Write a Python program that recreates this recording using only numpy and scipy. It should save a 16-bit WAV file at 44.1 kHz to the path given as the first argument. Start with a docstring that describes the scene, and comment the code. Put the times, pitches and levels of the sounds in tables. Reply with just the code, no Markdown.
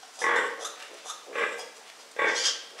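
"""Piglets shuffle in straw and squeak at the teats of a sow lying in a walled pen, with small grunts.
At 0.2 s the sow gives a harsh grunt: slow flaps of the throat with rasping air between them.
She grunts again at 1.3 s and 2.2 s, and one shrill piglet squeal rises over her third grunt.
A last soft grunt, squeak and shuffle follow. The hard walls ring after every call; it is nearly mono."""
import sys
import numpy as np
from scipy import signal
from scipy.fft import rfft, irfft, next_fast_len
from scipy.io import wavfile

SR = 44100
rng = np.random.default_rng(int(sys.argv[2]) if len(sys.argv) > 2 else 0)


def generate_wav(sig):
    """Save sig (samples, or channels by samples) to the path in sys.argv[1] as 16-bit PCM at SR."""
    pcm = np.round(np.clip(np.atleast_2d(sig).T, -1, 1) * 32767).astype(np.int16)
    wavfile.write(sys.argv[1], SR, pcm)


N = 123479

# Tone of the straw (frequency [Hz], level [dB])
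STRAW_TONE = [(50, -45), (200, -50), (600, 7), (2000, -2.5), (3300, -4), (6000, -4), (9000, -7.5),
              (15000, -25)]
# Single shuffles (peak time [s], rise [s], fall [s], level [dB], centre frequency [Hz])
STRAW_SHUFFLES = [(.05, 0.048, 0.031, -50, 4930), (.15, .02, 0.12, -48, 6600),
                  (0.803, 0.03, 0.069, -40.5, 2130), (.825, .001, .004, -34, 3020),
                  (0.943, .002, 0.0083, -45, 7100), (.975, 0.035, 0.12, -48.5, 3040),
                  (1.596, 0.018, 0.0031, -40, 9400), (1.768, .01, 0.012, -46, 7340),
                  (1.9, 0.034, 0.011, -44.5, 2770), (2.005, 0.0074, 0.017, -42, 4700),
                  (2.115, 0.0027, 0.0058, -46, 7300), (2.795, 0.018, .02, -40, 2050)]
# Tone of the background air (frequency [Hz], level [dB])
AIR_TONE = [(15, -75), (25, -55), (140, -14), (313, 1.5), (368, -4), (457, 8), (684, -9), (945, -2.5),
            (1080, 3.5), (2120, -1.5), (5730, -2.5), (8580, -8.5), (15500, -26)]
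# How long the pen takes to fade by 60 dB (frequency [Hz], time [s])
PEN_RING_TIMES = [(150, 0.82), (500, 0.88), (1200, 0.64), (2200, 0.76), (4000, 0.64), (8000, 0.39),
                  (14000, 0.46)]
# Strength of the stereo side signal (frequency [Hz], level [dB])
STEREO_WIDTH = [(30, -7), (90, -17), (200, -40), (400, -33), (800, -25.5), (1500, -24), (3000, -19.5),
                (6000, -16), (10000, -15), (14000, -33)]
# Piglet squeaks (start [s], rise [s], fall [s], first pitch [Hz], last pitch [Hz], level [dB],
# roughness [0-1], brightness [dB per octave], main mouth resonance [Hz])
PIGLET_SQUEAKS = [(.027, 0.0061, 0.012, 876, 617, -40, 0.07, -3.5, 3300),
                  (0.189, 0.0018, 0.017, 1250, 1243, -36, 0.33, 8.5, 3060),
                  (.195, 0.016, 0.059, 1210, 1298, -33.5, 0.71, 4.5, 3310),
                  (.356, 0.0042, 0.023, 1700, 1865, -31.5, 0.36, -2.5, 3740),
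                  (.585, 0.051, .014, 1199, 1230, -36, 0.9, 2.5, 3340),
                  (0.644, 0.0077, 0.0344, 1123, 1488, -28.5, 0.25, 2, 3630),
                  (1.038, 0.053, 0.0075, 1127, 1270, -36, 0.57, 2, 3520),
                  (1.09, 0.00916, .03, 1088, 1479, -30.5, 0.29, 1, 3600),
                  (1.585, 0.02, 0.032, 1636, 1682, -36.5, 0.28, 3, 3020),
                  (2.773, 0.034, 0.019, 1320, 1410, -37, 0.45, 0, 3000)]
# Tone of a squeaking mouth (frequency [Hz], level [dB])
SQUEAK_TONE = [(60, -60), (400, -27), (750, 3.5), (1300, 9), (2300, -14.5), (3500, 5.5), (4600, -8.5),
               (6100, 4.5), (8000, -8), (10500, -10.5), (15000, -47.5)]
# Closed-mouth grunts (start [s], length [s], flap rate [per s], resonance [Hz], level [dB])
SMALL_GRUNTS = [(0.168, 0.066, 108, 720, -45.5), (0.575, .075, 57, 600, -40),
                (0.882, 0.085, 60, 465, -46.5), (1.046, 0.022, 76, 690, -39.5),
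                (1.265, 0.079, 60, 472, -40.5), (1.579, 0.034, 83, 770, -40), (1.644, 0.047, 91, 544, -63),
                (1.725, 0.21, 56, 734, -55.5), (1.994, 0.099, 75, 514, -53.5),
                (2.702, 0.093, 77, 510, -49.5)]
# The sow's grunts (start [s], first flap rate [per s], speed-up [per s per s],
# rasp against the flaps [dB], glide of the upper resonances [octaves per s])
SOW_GRUNTS = [(0.216, 40.3, 7, 3, -0.84), (1.329, 37.4, -6, 5, -0.072), (2.164, 36.5, 16.5, 5.5, -0.13)]
# Her effort, one list per grunt (time [s], level [dB], snout hiss against the voice [dB])
SOW_EFFORT = [
    [(.217, -29, -34), (.245, -24.5, -18), (.283, -26, -24), (.293, -18.5, -42), (.34, -23, -31),
     (.385, -20.5, -18.5), (.418, -30, -20), (.445, -27, -19.5), (.48, -49, 3)],
    [(1.329, -42, -25), (1.349, -37.5, -24), (1.355, -28, -29), (1.385, -26.5, -17.5), (1.435, -22, -27),
     (1.46, -33.5, -15), (1.49, -37.5, -16), (1.54, -45.5, 2)],
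    [(2.164, -32.5, -20), (2.184, -40.5, -27), (2.19, -24, -27.5), (2.25, -22, -31), (2.295, -23, -40),
     (2.32, -25, -27), (2.37, -62, -18)],
]
# Resonances heard in her grunts: throat and snout, plus a narrow ring of the pen near 1100 Hz.
# One list per grunt (frequency [Hz], width [Hz], level [dB])
GRUNT_RESONANCES = [
    [(475, 106, 1.5), (883, 148, -3), (1095, 36, 6), (1670, 100, 2.5), (1883, 122, 1), (2150, 43, -35),
     (2730, 210, -24), (3366, 43, -10.5)],
    [(505, 110, 3.5), (820, 195, -8.5), (1105, 96, -1), (1644, 133, 1), (1965, 100, 2), (2344, 117, -0.5),
     (2600, 62, -17), (3560, 104, -10.5)],
    [(500, 119, 1), (813, 84, -6.5), (1112, 18.4, 2.5), (1610, 63, -0.5), (1910, 102, 0.5),
     (2228, 64, -2.5), (2520, 110, -45), (3480, 84, -11.5)],
]
# Tone of air hissing through her snout (frequency [Hz], level [dB])
SNOUT_TONE = [(60, -70), (400, -31), (1000, -39), (2200, -23), (3000, -12), (3600, -9), (4300, -32),
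              (5500, -13), (6500, -26), (7400, -10), (9000, -22), (15000, -43)]
# Course of the squeal (time [s], pitch [Hz], level [dB], roughness [0 clear, 1 or more all noise])
SQUEAL_COURSE = [(2.255, 1650, -51, 0.84), (2.285, 1680, -38, 0.93), (2.336, 1850, -41, 0.48),
                 (2.349, 1809, -35.5, 0.21), (2.365, 2007, -26.5, 0.28), (2.39, 2282, -26.5, 0.32),
                 (2.411, 2374, -26, 0.18), (2.431, 2323, -31.5, 0.47), (2.446, 1559, -24.5, 0.6),
                 (2.465, 1586, -20.5, 0.4), (2.486, 1692, -25.5, 1), (2.507, 1495, -36, 1.1),
                 (2.52, 1500, -71, 0.6)]
# Tone of the squealing mouth (frequency [Hz], level [dB])
SQUEAL_TONE = [(80, -78), (800, -9), (1600, -4), (2350, -10.5), (2700, -3), (3200, 5), (3900, -5),
               (4750, 2.5), (5800, 3.5), (6700, -1.5), (8200, -10.5), (10500, -23), (15000, -48)]

TOP_HZ = 15700


def amp(db):
    """Turns decibels into a number to multiply by."""
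    return 10 ** (np.asarray(db) / 20)


def unit(x):
    """Scales a sound to an average strength (rms) of 1."""
    return x / np.sqrt(np.mean(x ** 2) + 1e-20)


def read(points, hz):
    """Looks up a table by frequency, with octaves evenly spaced."""
    f, value = np.transpose(points)
    return np.interp(np.log(hz + 1), np.log(f), value)


def add(mix, s, sound):
    """Mixes a sound in, starting at s seconds."""
    part = mix[max(round(s * SR), 0):][:len(sound)]
    part += sound[:len(part)]


def colour(x, points):
    """Gives a sound the tone listed in a table."""
    size = next_fast_len(len(x) + 2048)
    return irfft(rfft(x, size) * amp(read(points, np.fft.rfftfreq(size, 1 / SR))), size)[:len(x)]


def cut(x, hz, kind, order=2):
    """Keeps the "low" or the "high" part of a sound."""
    return signal.sosfilt(signal.butter(order, min(hz, SR / 2 - 1), kind, fs=SR, output="sos"), x)


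def resonate(x, hz, width):
    """Rings at a frequency that may slide: shift down to zero, smooth, shift back."""
    turn = np.exp(2j * np.pi * np.cumsum(hz * np.ones(len(x))) / SR)
    r = np.exp(-np.pi * width / SR)
    return 2 * (turn * signal.lfilter([1 - r], [1, -r], x / turn + 1e-18)).real


def waver(t, hz):
    """A smooth random wobble, about 1 in size."""
    knots = rng.standard_normal(4096)
    return np.interp(t * hz * 2, np.arange(len(knots)), knots)


def snaps():
    """Dry stalks make about 4000 tiny snaps a second, a few of them larger."""
    size = amp(4.5 * np.minimum(rng.exponential(1, N), 4))
    return size * rng.choice([-1, 1], N) * (rng.random(N) < 4000 / SR)


def straw():
    """Piglets fidget in the bedding all the time, with single shuffles on top."""
    t, grid_hz = np.arange(N) / SR, np.geomspace(50, 16000, 30)
    out = amp(-55.5 + 2 * waver(t, 24)) * unit(colour(snaps(), STRAW_TONE))
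    for peak, rise, fall, db, hz in STRAW_SHUFFLES:
        octaves_away = np.log2(grid_hz / hz)
        band_db = read(STRAW_TONE, grid_hz) - 10 * np.log10(1 + (2 * octaves_away) ** 2)
        swell = np.exp(-np.maximum((peak - t) / rise, (t - peak) / fall))
        out += amp(db) * swell * unit(colour(snaps(), np.column_stack([grid_hz, band_db])))
    return out


def still_air():
    """The air is a faint, steady hush."""
    return amp(-53.5) * unit(colour(rng.standard_normal(N), AIR_TONE))


def pen(sound, delay_s=0.0055):
    """The near walls add quick echoes, then a ringing tail whose high notes die first."""
    t = np.arange(SR) / SR
    hz, times, spectrum = signal.stft(rng.standard_normal(SR), SR, nperseg=256)
    fade = amp(-60 * times / read(PEN_RING_TIMES, hz)[:, None])
    tail = signal.istft(spectrum * fade, SR, nperseg=256)[1][:SR]
    tail *= np.clip((t - delay_s) / 0.0054, 0, 1)
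    bounces = rng.choice([-1., 1.], SR) * (rng.random(SR) < 900 / SR)
    walls = bounces * np.exp(-t / 0.035) * (t > delay_s)
    echo = amp(-5) * tail / np.linalg.norm(tail) + amp(-7.5) * walls / np.linalg.norm(walls)
    return sound + signal.fftconvolve(sound, echo)[:N]


def piglet_voice(t, hz, rough, mouth):
    """The mouth shapes a high voice; with strain it trembles and breaks into noise."""
    rough = np.clip(rough, 0, 1)
    shaky_hz = hz * (1 + 0.06 * rough * waver(t, 200))
    phase = 2 * np.pi * np.cumsum(shaky_hz) / SR
    buzz = sum(np.cos(k * phase) * (k * hz < TOP_HZ) for k in range(1, 15))
    buzz *= 1 + 1.1 * np.sqrt(rough) * np.cos(phase / 3)  # a beat every third cycle
    breath = (1 + np.cos(phase)) * rng.standard_normal(N)[:len(t)]
    clear, hoarse = unit(colour(buzz, mouth)), unit(colour(breath, mouth))
    return unit(np.sqrt(1 - rough) * clear + np.sqrt(rough) * hoarse)


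def squeaks():
    """Short piglet calls slide in pitch as they swell and fade."""
    out = np.zeros(N)
    for start, rise, fall, first_hz, last_hz, db, rough, bright, mouth_hz in PIGLET_SQUEAKS:
        t = np.arange(0, rise + fall, 1 / SR)
        # Move the tone's 3500 Hz peak to this mouth's resonance, and tilt the brightness.
        mouth = [(hz * mouth_hz / 3500, level + bright * np.log2(hz)) for hz, level in SQUEAK_TONE]
        voice = piglet_voice(t, np.linspace(first_hz, last_hz, len(t)), rough, mouth)
        add(out, start, amp(db) * voice * np.interp(t, [0, rise, rise + fall], [0, 1, 0]))
    return out


def throat_flaps(t, rate):
    """The throat slaps slowly and a little unevenly; a puff of rushing air follows each slap."""
    cycles = np.cumsum(rate * (1 + 0.0058 * waver(t, rate))) / SR
    slaps = np.diff(np.floor(cycles), prepend=-1) * amp(2.2 * waver(t, rate))
    puffs = (1 + np.exp(-(cycles % 1))) * rng.standard_normal(N)[:len(t)]
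    return unit(slaps), unit(puffs)


def small_grunts(width_hz=212):
    """With the mouth closed, the throat rattles quietly through one low resonance."""
    out = np.zeros(N)
    for start, length, rate, hz, db in SMALL_GRUNTS:
        t = np.arange(0, length, 1 / SR)
        slaps, puffs = throat_flaps(t, rate)
        voice = resonate(resonate(slaps + puffs, hz, width_hz), hz, width_hz * 2)
        swell = np.sqrt(np.sin(np.pi * t / length))
        add(out, start, amp(db) * unit(voice) * swell)
    return cut(out, 213, "high", order=3)


def sow():
    """Throat flaps and rasping air set the resonances ringing; the upper ones slide with her jaw."""
    out, t = np.zeros(N), np.arange(SR // 2) / SR
    for grunt, effort, resonances in zip(SOW_GRUNTS, SOW_EFFORT, GRUNT_RESONANCES):
        start, rate, speed_up, rasp_db, glide = grunt
        times, level_db, hiss_db = np.transpose(effort)
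        slaps, puffs = throat_flaps(t, rate + speed_up * t)
        jaw = 2 ** (glide * (t - 0.088))
        voice = np.zeros(len(t))
        for hz, width, db in resonances:
            rasp = amp(rasp_db) * puffs * (0.62 if hz < 750 else 1)  # the lowest gets less rasp
            centre = hz * (jaw if hz > 1400 else 1)
            voice += amp(db) * resonate(resonate(slaps + rasp, centre, width), centre, width * 5)
        voice = unit(cut(voice, 3530, "low", order=4))
        hiss = amp(np.interp(start + t, times, hiss_db)) * unit(colour(puffs, SNOUT_TONE))
        loudness = amp(np.interp(start + t, times, level_db)) * (start + t < times[-1])
        add(out, start, (voice + hiss) * loudness)
    return cut(out, 213, "high")


def squeal():
    """One piglet's squeal starts hoarse, arches upward, then drops into a harsh shriek."""
    times, hz, db, rough = np.transpose(SQUEAL_COURSE)
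    out, t = np.zeros(N), np.arange(times[0], times[-1], 1 / SR)
    voice = piglet_voice(t - times[0], np.interp(t, times, hz), np.interp(t, times, rough), SQUEAL_TONE)
    add(out, times[0], amp(np.interp(t, times, db)) * voice)
    return out


def scene():
    """The animals and the straw sound in the pen, over still air, with a little stereo width."""
    sounds = amp(-3) * (sow() + small_grunts() + squeaks() + squeal() + straw())
    middle, side = (pen(sounds) + still_air() for _ in range(2))
    side = colour(signal.hilbert(side).imag, STEREO_WIDTH)  # a quarter-cycle shift keeps it centred
    return np.array([middle + side, middle - side])


def record(dry):
    """The very highest treble is cut away."""
    low_pass = signal.firwin(511, TOP_HZ, window=("kaiser", 9), fs=SR)
    return signal.oaconvolve(dry, low_pass[None], "same")


dry = scene()
out = record(dry)
generate_wav(out)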